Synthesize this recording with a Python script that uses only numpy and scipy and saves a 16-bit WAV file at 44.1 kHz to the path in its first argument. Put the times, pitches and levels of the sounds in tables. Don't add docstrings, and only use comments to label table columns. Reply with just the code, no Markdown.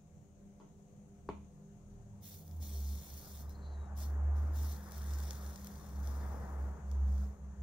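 import sys
import numpy as np
from scipy import signal
from scipy.fft import rfft, irfft, next_fast_len
from scipy.io import wavfile
from scipy.ndimage import uniform_filter1d

SR = 44100
rng = np.random.default_rng(int(sys.argv[2]) if len(sys.argv) > 2 else 0)


def store_pcm(level_fs):
    pcm = np.round(np.clip(level_fs, -1, 1) * 32767).astype(np.int16)
    wavfile.write(sys.argv[1], SR, np.atleast_2d(pcm).T)


N = 336163


def sizzle():
    body_gain, top_gain, bubble_share = boiling(np.arange(N) / SR)
    slow = evened(uniform_filter1d(rng.standard_normal(N), size=600))
    quick = evened(uniform_filter1d(rng.standard_normal(N), size=90))
    sizes = gain_of(2.33 * np.minimum(rng.exponential(1, N), 5))
    bursts = rng.random(N) < 1200 / SR
    bubbles = sizes * bursts * rng.choice([-1, 1], N)
    jet = gain_of(1.0 * slow + 0.85 * quick) * rng.standard_normal(N)
    clicks = np.sqrt(bubble_share) * evened(bubbles) + np.sqrt(1 - bubble_share) * evened(jet)
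    body, top = fizz_ports(clicks)
    facing = np.clip(top_gain[1] / (top_gain[0] + 1e-12) - 1, 0, 1)
    top[1] += resonate(top[1], 15300, 550) * 2.4 * facing
    body = body + resonate(body[0], 4310, 220) * 1.02 * facing
    return simmer(body * body_gain + top * top_gain, patchy_db=1.88)


def boiling(t):
    # start t/s, length t/s, fizz level/dB, change over the bout level/dB, release/(dB per s),
    # top octave relative level/dB, left-right of the top octave level/dB, power share of separate bubbles (0-1)
    bouts = [(2.194, 0.15, -64, 4, 132, 5, -3.5, 0), (2.424, 0.14, -75, -1, 120, 8, -2, 0.1),
             (2.582, 0.824, -58.5, -3.5, 278, 3, -3.5, 0.18), (3.457, 0.049, -68, -1.2, 200, 1, -1, 0.46),
             (3.941, 0.092, -58.5, 2.6, 225, 0.8, -2, .2), (4.326, 0.27, -69, -10, 198, 1.5, 1, 0.5),
             (4.512, 0.21, -61, 3.5, 115, 2, -2.5, .15), (4.784, 0.14, -65.5, -2.5, 200, 2, -1.1, 0.43),
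             (4.884, 0.46, -62.5, 4, 92, 0.3, -2.5, 0.5), (5.38, 0.31, -62.5, -2, 200, 1.5, -2.5, 0.43),
             (5.673, .33, -65.5, -3.5, 200, 1.8, -1, 0.6), (5.999, .68, -62.5, -14, 92, 1, 0, 0.36),
             (6.83, .11, -78.5, 2, 87, -3, -.6, 0.38), (7.031, .19, -75.5, 5.5, 134, -1.5, -1.5, 0.42)]
    attack_s = 0.045
    top_lingers = 0.82
    body, top, bubbly = np.full(N, 1e-14), np.zeros((2, N)), np.zeros(N)
    for start, length, db, change_db, release_db, top_db, pan_db, share in bouts:
        age = t - start
        drift_db = change_db * np.clip(age / length, 0, 1)
        held = np.clip(age / attack_s, 0, 1) ** 2 * gain_of(db + drift_db)
        fall_db = release_db * np.maximum(age - length, 0)
        power = (held * gain_of(-fall_db)) ** 2
        body += power
        bubbly += share * power
        port_db = np.array([[.5], [-.5]]) * pan_db
        top += (held * gain_of(top_db - top_lingers * fall_db + port_db)) ** 2
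    return np.sqrt(body), np.sqrt(top), np.clip(bubbly / body, 0, 1)


def fizz_ports(clicks, count=10):
    # f/Hz, left level/dB per Hz, right level/dB per Hz
    fizz_colour = [(1530, -7.5, -13), (3100, -14.5, -13.5), (3420, -6, -7.5), (4500, -8, -11.5),
                   (5700, 1, -2.5), (6270, -4.5, -4.5), (7080, 0.5, -2.5), (7200, -14.5, -7.5),
                   (8000, -5, -5.5), (9940, -9.5, -5), (10400, -5, -17.5), (11900, -6.5, -3.5),
                   (14000, -7, -9), (15300, -5.5, -4.5)]
    # f/Hz, width f/Hz, left level/dB, right level/dB
    hollows = [(4315, 185, 8, 5), (5460, 170, -1.5, -7), (6044, 300, 5, -9), (13300, 480, 10, 6),
               (14000, 370, 1, 2), (14900, 460, 2, 0)]
    # f/Hz, power share heard alike (0-1), phase lead of the right port/rad
    port_likeness = [(1500, .3, .7), (3200, .3, .3), (4300, .5, 1.2), (5200, .25, 1.2), (6200, .55, 3.2),
                     (7300, .55, 3.6), (9500, .55, 2.6), (10500, .15, 4), (15600, .3, 5.5)]
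    size = next_fast_len(N + 4096)
    hz = np.fft.rfftfreq(size, 1 / SR)
    same, lead = read(port_likeness, hz)

    t, spot = np.arange(500) / SR, rng.integers(0, count, N)
    envelope = gain_of(-60 * t / 0.01) * np.minimum(t / 0.00058, 1)
    paths = rng.standard_normal((count, 2, 500)) * envelope
    paths /= np.linalg.norm(paths, axis=2, keepdims=True)
    scattered = sum(signal.oaconvolve((clicks * (spot == k))[None], paths[k], axes=1) for k in range(count))
    heard = np.sqrt(same) * rfft(clicks, size) + np.sqrt(1 - same) * rfft(scattered, size)

    ports = gain_of(read(fizz_colour, hz)) / (1 + (1400 / (hz + 1)) ** 4)
    lifts_db = sum(np.outer(lift_db, 1 / (1 + (2 * (hz - f) / width) ** 2)) for f, width, *lift_db in hollows)
    ports = ports * gain_of(lifts_db) * np.array([np.ones_like(lead), np.exp(1j * lead)])
    top = 1 / (1 + (10000 / (hz + 1)) ** 12)
    bands = [ports * (1 - top), ports * top]
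    return [irfft(heard * b / np.sqrt(np.mean(abs(b) ** 2)), size)[:, :N] for b in bands]


def simmer(x, patchy_db):
    z = signal.stft(x, nperseg=256)[2]
    patches = uniform_filter1d(rng.standard_normal(z.shape[1:]), 3, 0)
    patches = evened(uniform_filter1d(patches, 14, 1))
    return signal.istft(z * gain_of(patchy_db * patches), nperseg=256)[1][:, :N]


def pops():
    # t/s, click level/dB before colouring, top octave relative level/dB
    loud_bubbles = [(2.4793, -43, 7.5), (2.512, -43, -3), (2.955, -39, 4), (3.0012, -44, 4),
                    (3.495, -41, 9), (4.9116, -38, 2), (4.9203, -32, 4), (4.9805, -36, 8),
                    (5.0716, -39, -2), (5.1064, -40, -4), (5.136, -32, -5), (5.1871, -33, 2.2),
                    (5.2023, -32.5, 0), (5.236, -38, -2), (5.2565, -39, -3), (5.3079, -23, -4),
                    (5.3325, -39, 0), (5.4639, -34, -4), (5.5591, -30.5, -10), (5.6146, -52, 2.2),
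                    (5.6459, -33.5, 6), (5.6706, -30.5, 2.2), (5.7563, -39, -2), (6.0542, -42, -1.5),
                    (6.0735, -33, 0), (6.9148, -37.5, -4), (7.1808, -41.5, -7)]
    s, db, top_db = np.transpose(loud_bubbles)
    at = np.round(s * SR).astype(int)
    low, high = np.zeros((2, N))
    low[at] = gain_of(db)
    high[at] = gain_of(db + top_db)
    echo = np.r_[-1, np.zeros(52), -.45]
    body = fizz_ports(np.convolve(low, echo)[:N])[0]
    top = fizz_ports(np.convolve(high, echo)[:N])[1]
    return body + top


def whistle():
    # t/s, pitch f/Hz, mean level/dB before spluttering and port balance
    gap = [(3.48, 3885, -84), (3.504, 4020, -77), (3.528, 4170, -85), (3.556, 4127, -70.5),
           (3.582, 4260, -84), (3.664, 4027, -67.5), (3.692, 4160, -76), (3.734, 4100, -72),
           (3.76, 3910, -77), (3.874, 3794, -84), (3.89, 3730, -97)]
    t = np.arange(N) / SR
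    hz, db = follow(gap, t)
    db += 1.4 * evened(uniform_filter1d(rng.standard_normal(N), size=500))
    breathy = evened(resonate(rng.standard_normal(N), hz, 80))
    diffuse = evened(resonate(resonate(rng.standard_normal(N), 1.1 * hz, 300), 0.95 * hz, 300))
    sine = np.sin(2 * np.pi * np.cumsum(hz) / SR)
    tone = evened(0.8 * sine + 0.27 * breathy + 0.4 * diffuse)
    first, last = gap[0][0], gap[-1][0]
    on = np.interp(t, [first - .02, first, last, last + .02], [0, 1, 1, 0])
    return tone * on * gain_of(db + np.array([[1.5], [-1.5]]))


def exhaust():
    # t/s, firing pitch f/Hz
    firing = [(1.75, 116.1), (2.0, 113.9), (2.35, 90.8), (2.62, 77.3), (2.82, 69.7), (3.05, 72.1),
              (3.5, 72.2), (4.2, 71.6), (4.5, 74.4), (5.0, 71.4), (5.8, 69.7), (6.5, 69.4), (7.62, 67.3)]
    # t/s, level/dB before port balance
    boom = [(1.7, -81), (1.83, -62.5), (2.18, -55), (2.28, -61), (2.35, -54), (2.46, -59), (2.614, -40),
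            (2.664, -47.5), (2.786, -38), (2.922, -37.5), (3.04, -70), (3.13, -48), (3.27, -72),
            (3.48, -43), (3.55, -48), (3.82, -41), (3.86, -48.5), (4.1, -37), (4.309, -30.5), (4.51, -36),
            (4.62, -34.5), (4.85, -63), (4.94, -48), (5.13, -36), (5.26, -38.5), (5.379, -48.5),
            (5.46, -41), (5.58, -73), (5.629, -47), (5.71, -71), (5.76, -49.5), (5.869, -62), (6.02, -37),
            (6.5, -45), (6.63, -35.5), (6.8, -59), (7.03, -30), (7.2, -34), (7.36, -80), (7.42, -47),
            (7.5, -45), (7.555, -58.5), (7.62, -40.5)]
    # multiple of the firing pitch, level/dB relative to the tone
    orders = [(2, -34.5), (3, -31.5)]
    t = np.arange(N) / SR
    hz = follow(firing, t)[0]
    s, db = np.transpose(boom)
    turns = np.cumsum(hz) / SR
    skirt = evened(resonate(rng.standard_normal(N), hz, 3.6))
    tone = np.sqrt(2) * np.sin(2 * np.pi * turns) + 0.058 * skirt
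    for multiple, order_db in orders:
        tone += gain_of(order_db) * evened(resonate(rng.standard_normal(N), multiple * hz, 5.7))
    return tone * np.interp(t, s, gain_of(db), left=0) * gain_of([[-.35], [.35]])


def roar():
    # t/s, body level/dB, treble relative level/dB
    course = [(1.45, -71, -5), (2.1, -67, 0), (2.5, -61.5, -5), (2.65, -56.5, -4), (3.4, -55.5, 4),
              (3.87, -50.5, 3), (4.3, -44.5, 1.4), (4.92, -51, 6.5), (5.09, -48.5, 5.5), (5.5, -48.5, 4.5),
              (5.56, -52.5, 6), (5.95, -52, 4), (6.15, -42.5, 1.5), (6.4, -42, 1.4), (6.7, -46, 2),
              (6.88, -52.5, 3.5), (7.25, -52, 2.5), (7.38, -57.5, 3), (7.62, -61, 6)]
    # f/Hz, level/dB per Hz
    roar_colour = [(30, -11.5), (60, 4.5), (110, -5), (210, -5), (300, -7), (500, -8), (800, -5.5),
                   (1150, -11), (1800, -20), (2300, -32.5), (3200, -43.5), (6000, -99)]
    # f/Hz, left-right level/dB, likeness of the ports (0-1), phase lead of the right port/rad
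    roar_ports = [(150, 7.5, 1, 0), (487, 0.5, 0.87, 0.53), (975, 4.5, 0.66, 0.8), (1700, 4.5, 0.57, 1.06),
                  (2440, 5, 0.17, 0.5)]
    bass_db, gust_db = -2.3, 4

    def tilt(t, hz):
        db, treble_db = follow(course, t)
        gusts = evened(uniform_filter1d(rng.standard_normal(len(t)), size=30))
        treble = np.clip(np.log2((hz + 1) / 800) / 0.94, 0, 1.3)
        bass = np.clip(np.log2(400 / (hz + 1)), 0, 1)
        onset_db = -60 * np.clip(course[0][0] - t, 0, 1)
        return db + treble_db * treble + (bass_db + gust_db * gusts) * bass + onset_db
    return noise(roar_colour, roar_ports, patchy_db=1.23, swell_db=0.54, tilt=tilt)


def knocks():
    # t/s, ring peak level/dB before port balance, crack relative level/dB, share in the walls level/dB
    blows = [(0.6, -51.5, -9.5, 5), (1.289, -27, -20, -8), (1.299, -38, -19, -23)]
    # f/Hz, relative level/dB, t60/s
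    bench = [(73.8, -14.5, 0.49), (168, -14, 0.14), (300, -14, 0.073), (389, 4, 0.029), (520, -17, 0.031),
             (688, -7, 0.034), (912, -4.5, 0.029), (1034, 9, 0.0097), (1310, -9, .015),
             (2000, -10.5, 0.0094), (2330, -17, 0.011)]
    # f/Hz, t60/s
    walls = [(200, 0.32), (1000, 0.31), (4000, 0.39), (10000, 0.23)]
    t = np.arange(SR // 2) / SR
    dry, wet = np.zeros((2, N))
    for s, db, crack_db, walls_db in blows:
        ring = sum(gain_of(mode_db - 60 * t / t60) * np.sin(2 * np.pi * hz * t) for hz, mode_db, t60 in bench)
        ring = ring * np.minimum(t / 0.0021, 1)
        ring /= abs(ring).max()
        crack = gain_of(crack_db - 60 * t / .0022) * np.sin(2 * np.pi * 4500 * t)
        crack = np.roll(crack, 60)
        rattle = resonate(resonate(rng.standard_normal(len(t)), 1200, 2300), 1200, 2300)
        rattle = rattle * gain_of(-2.5 - 60 * t / 0.0093)
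        at = round(s * SR)
        dry[at:at + len(t)] += gain_of(db) * (ring + crack)
        wet[at:at + len(t)] += gain_of(db + walls_db) * (ring + rattle)

    diffuse = rng.standard_normal((2, SR // 2)) + 0.34 * rng.standard_normal(SR // 2)
    hz, lag, z = signal.stft(diffuse, SR, nperseg=256)
    decay = gain_of(-60 * lag / read(walls, hz)[0][:, None])
    tail = signal.istft(z * decay, SR, nperseg=256)[1]
    tail = np.pad(tail / np.linalg.norm(tail[0]), ((0, 0), (200, 0)))
    return dry * gain_of([[1.2], [-1.2]]) + signal.oaconvolve(wet[None], tail, axes=1)[:, :N]


def workshop():
    # f/Hz, relative level/dB per Hz
    air_colour = [(15, -28.5), (40, -16), (100, -6.5), (190, -7), (240, -21.5), (450, -23.5), (750, -26.5),
                  (1060, -33.5), (2000, -40), (5000, -47), (5800, -41), (6600, -35.5), (7600, -43),
                  (10000, -48.5), (15700, -52.5)]
    # f/Hz, left-right level/dB, likeness of the ports (0-1), phase lead of the right port/rad
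    air_ports = [(96.5, -5.5, 0.88, 0.059), (396, 8, 0.55, 0.045), (1250, 3.5, 0, 0), (4840, 0.5, 0, 0),
                 (6460, 14, 0.0038, 0.0036), (8500, 8.5, 0.1, 0.018), (10900, 0.5, 0, 0.0037)]
    # f/Hz, width of the wavering f/Hz, level/dB before drift and port balance, steady power share (0-1)
    machines = [(78.5, 5.7, -63, 0.5), (155.5, 12, -64, 0.32), (201.6, 8.4, -60.5, 0.48),
                (298.5, 8.4, -75.5, 0.4), (346.4, 6.2, -84, .4), (396.4, 11, -72.5, 0.25),
                (497.3, 7.8, -78.5, 0), (578, 14, -78.5, 0), (704.7, 28, -79.5, 0.01)]
    # t/s, level/dB
    drone = [(0.0, -71), (1.0, -76), (1.9, -61), (2.3, -72), (3.4, -63), (4.6, -64), (4.9, -73), (6.4, -82),
             (6.8, -79), (7.62, -78)]
    # t/s, level/dB
    drift = [(0, -2.), (1.3, -1.2), (2.5, 0.4), (7.25, 2.5), (7.4, -1.2), (7.62, 1.5)]
    t = np.arange(N) / SR
    air = gain_of(-59.5) * evened(noise(air_colour, air_ports, patchy_db=1.25, swell_db=0.47))
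    hums = sum(hum(*row) for row in machines) * gain_of([[.4], [-.4]])
    deep = hum(36.6, 4.7, follow(drone, t)[0], 0.16)
    return (air + hums) * gain_of(follow(drift, t)[0]) + deep


def hum(hz, width, db, steady):
    steady = np.clip(steady, 0, 1)
    wavering = evened(resonate(resonate(rng.standard_normal(N), hz, width), hz, width))
    tone = np.sqrt(2) * np.sin(2 * np.pi * (hz * np.arange(N) / SR + rng.random()))
    return gain_of(db) * (np.sqrt(steady) * tone + np.sqrt(1 - steady) * wavering)


def noise(colour, ports, patchy_db, swell_db, tilt=lambda t, hz: 0):
    frames, hz = N // 256 + 5, np.fft.rfftfreq(1024, 1 / SR)
    a, b, c, d, patches = rng.standard_normal((frames, 513, 5)).T
    patches = uniform_filter1d(patches, 10, 0)
    patches = evened(uniform_filter1d(patches, 12, 1))
    swell = evened(uniform_filter1d(rng.standard_normal(frames), 8))
    pan_db, same, lead = read(ports, hz)[:, :, None]
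    same = np.clip(same, 0, 1)
    left = a + 1j * b
    right = np.exp(1j * lead) * (same * left + np.sqrt(1 - same ** 2) * (c + 1j * d))
    shape = gain_of(read(colour, hz)[0][:, None] + patchy_db * patches + swell_db * swell)
    z = np.array([left * gain_of(pan_db / 2), right / gain_of(pan_db / 2)]) * shape
    z /= np.sqrt(np.mean(abs(z) ** 2))
    z *= gain_of(tilt(np.arange(frames) * 256 / SR, hz[:, None]))
    return signal.istft(z, nperseg=1024, noverlap=768)[1][:, :N] / np.sqrt(1024)


def resonate(x, hz, width):
    turn = np.exp(2j * np.pi * np.cumsum(hz * np.ones(len(x))) / SR)
    r = np.exp(-np.pi * width / SR)
    return 2 * (turn * signal.lfilter([1 - r], [1, -r], x / turn)).real


def gain_of(db):
    return 10 ** (np.asarray(db) / 20)


def evened(x):
    return x / np.sqrt(np.mean(x ** 2) + 1e-20)


def read(points, hz):
    f, *values = np.transpose(points)
    return np.array([np.interp(np.log(hz + 1), np.log(f + 1), v) for v in values])


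def follow(rows, t):
    s, *values = np.transpose(rows)
    return [np.interp(t, s, v) for v in values]


def scene():
    return sizzle() + pops() + whistle() + exhaust() + roar() + knocks() + workshop()


def record(dry):
    longer = np.pad(dry, ((0, 0), (1023, 1023)), "reflect", reflect_type="odd")
    lowpass = signal.firwin(2047, 15770, window=("kaiser", 9), fs=SR)
    return signal.oaconvolve(longer, lowpass[None], "valid", axes=1)


dry = scene()
out = record(dry)
store_pcm(out)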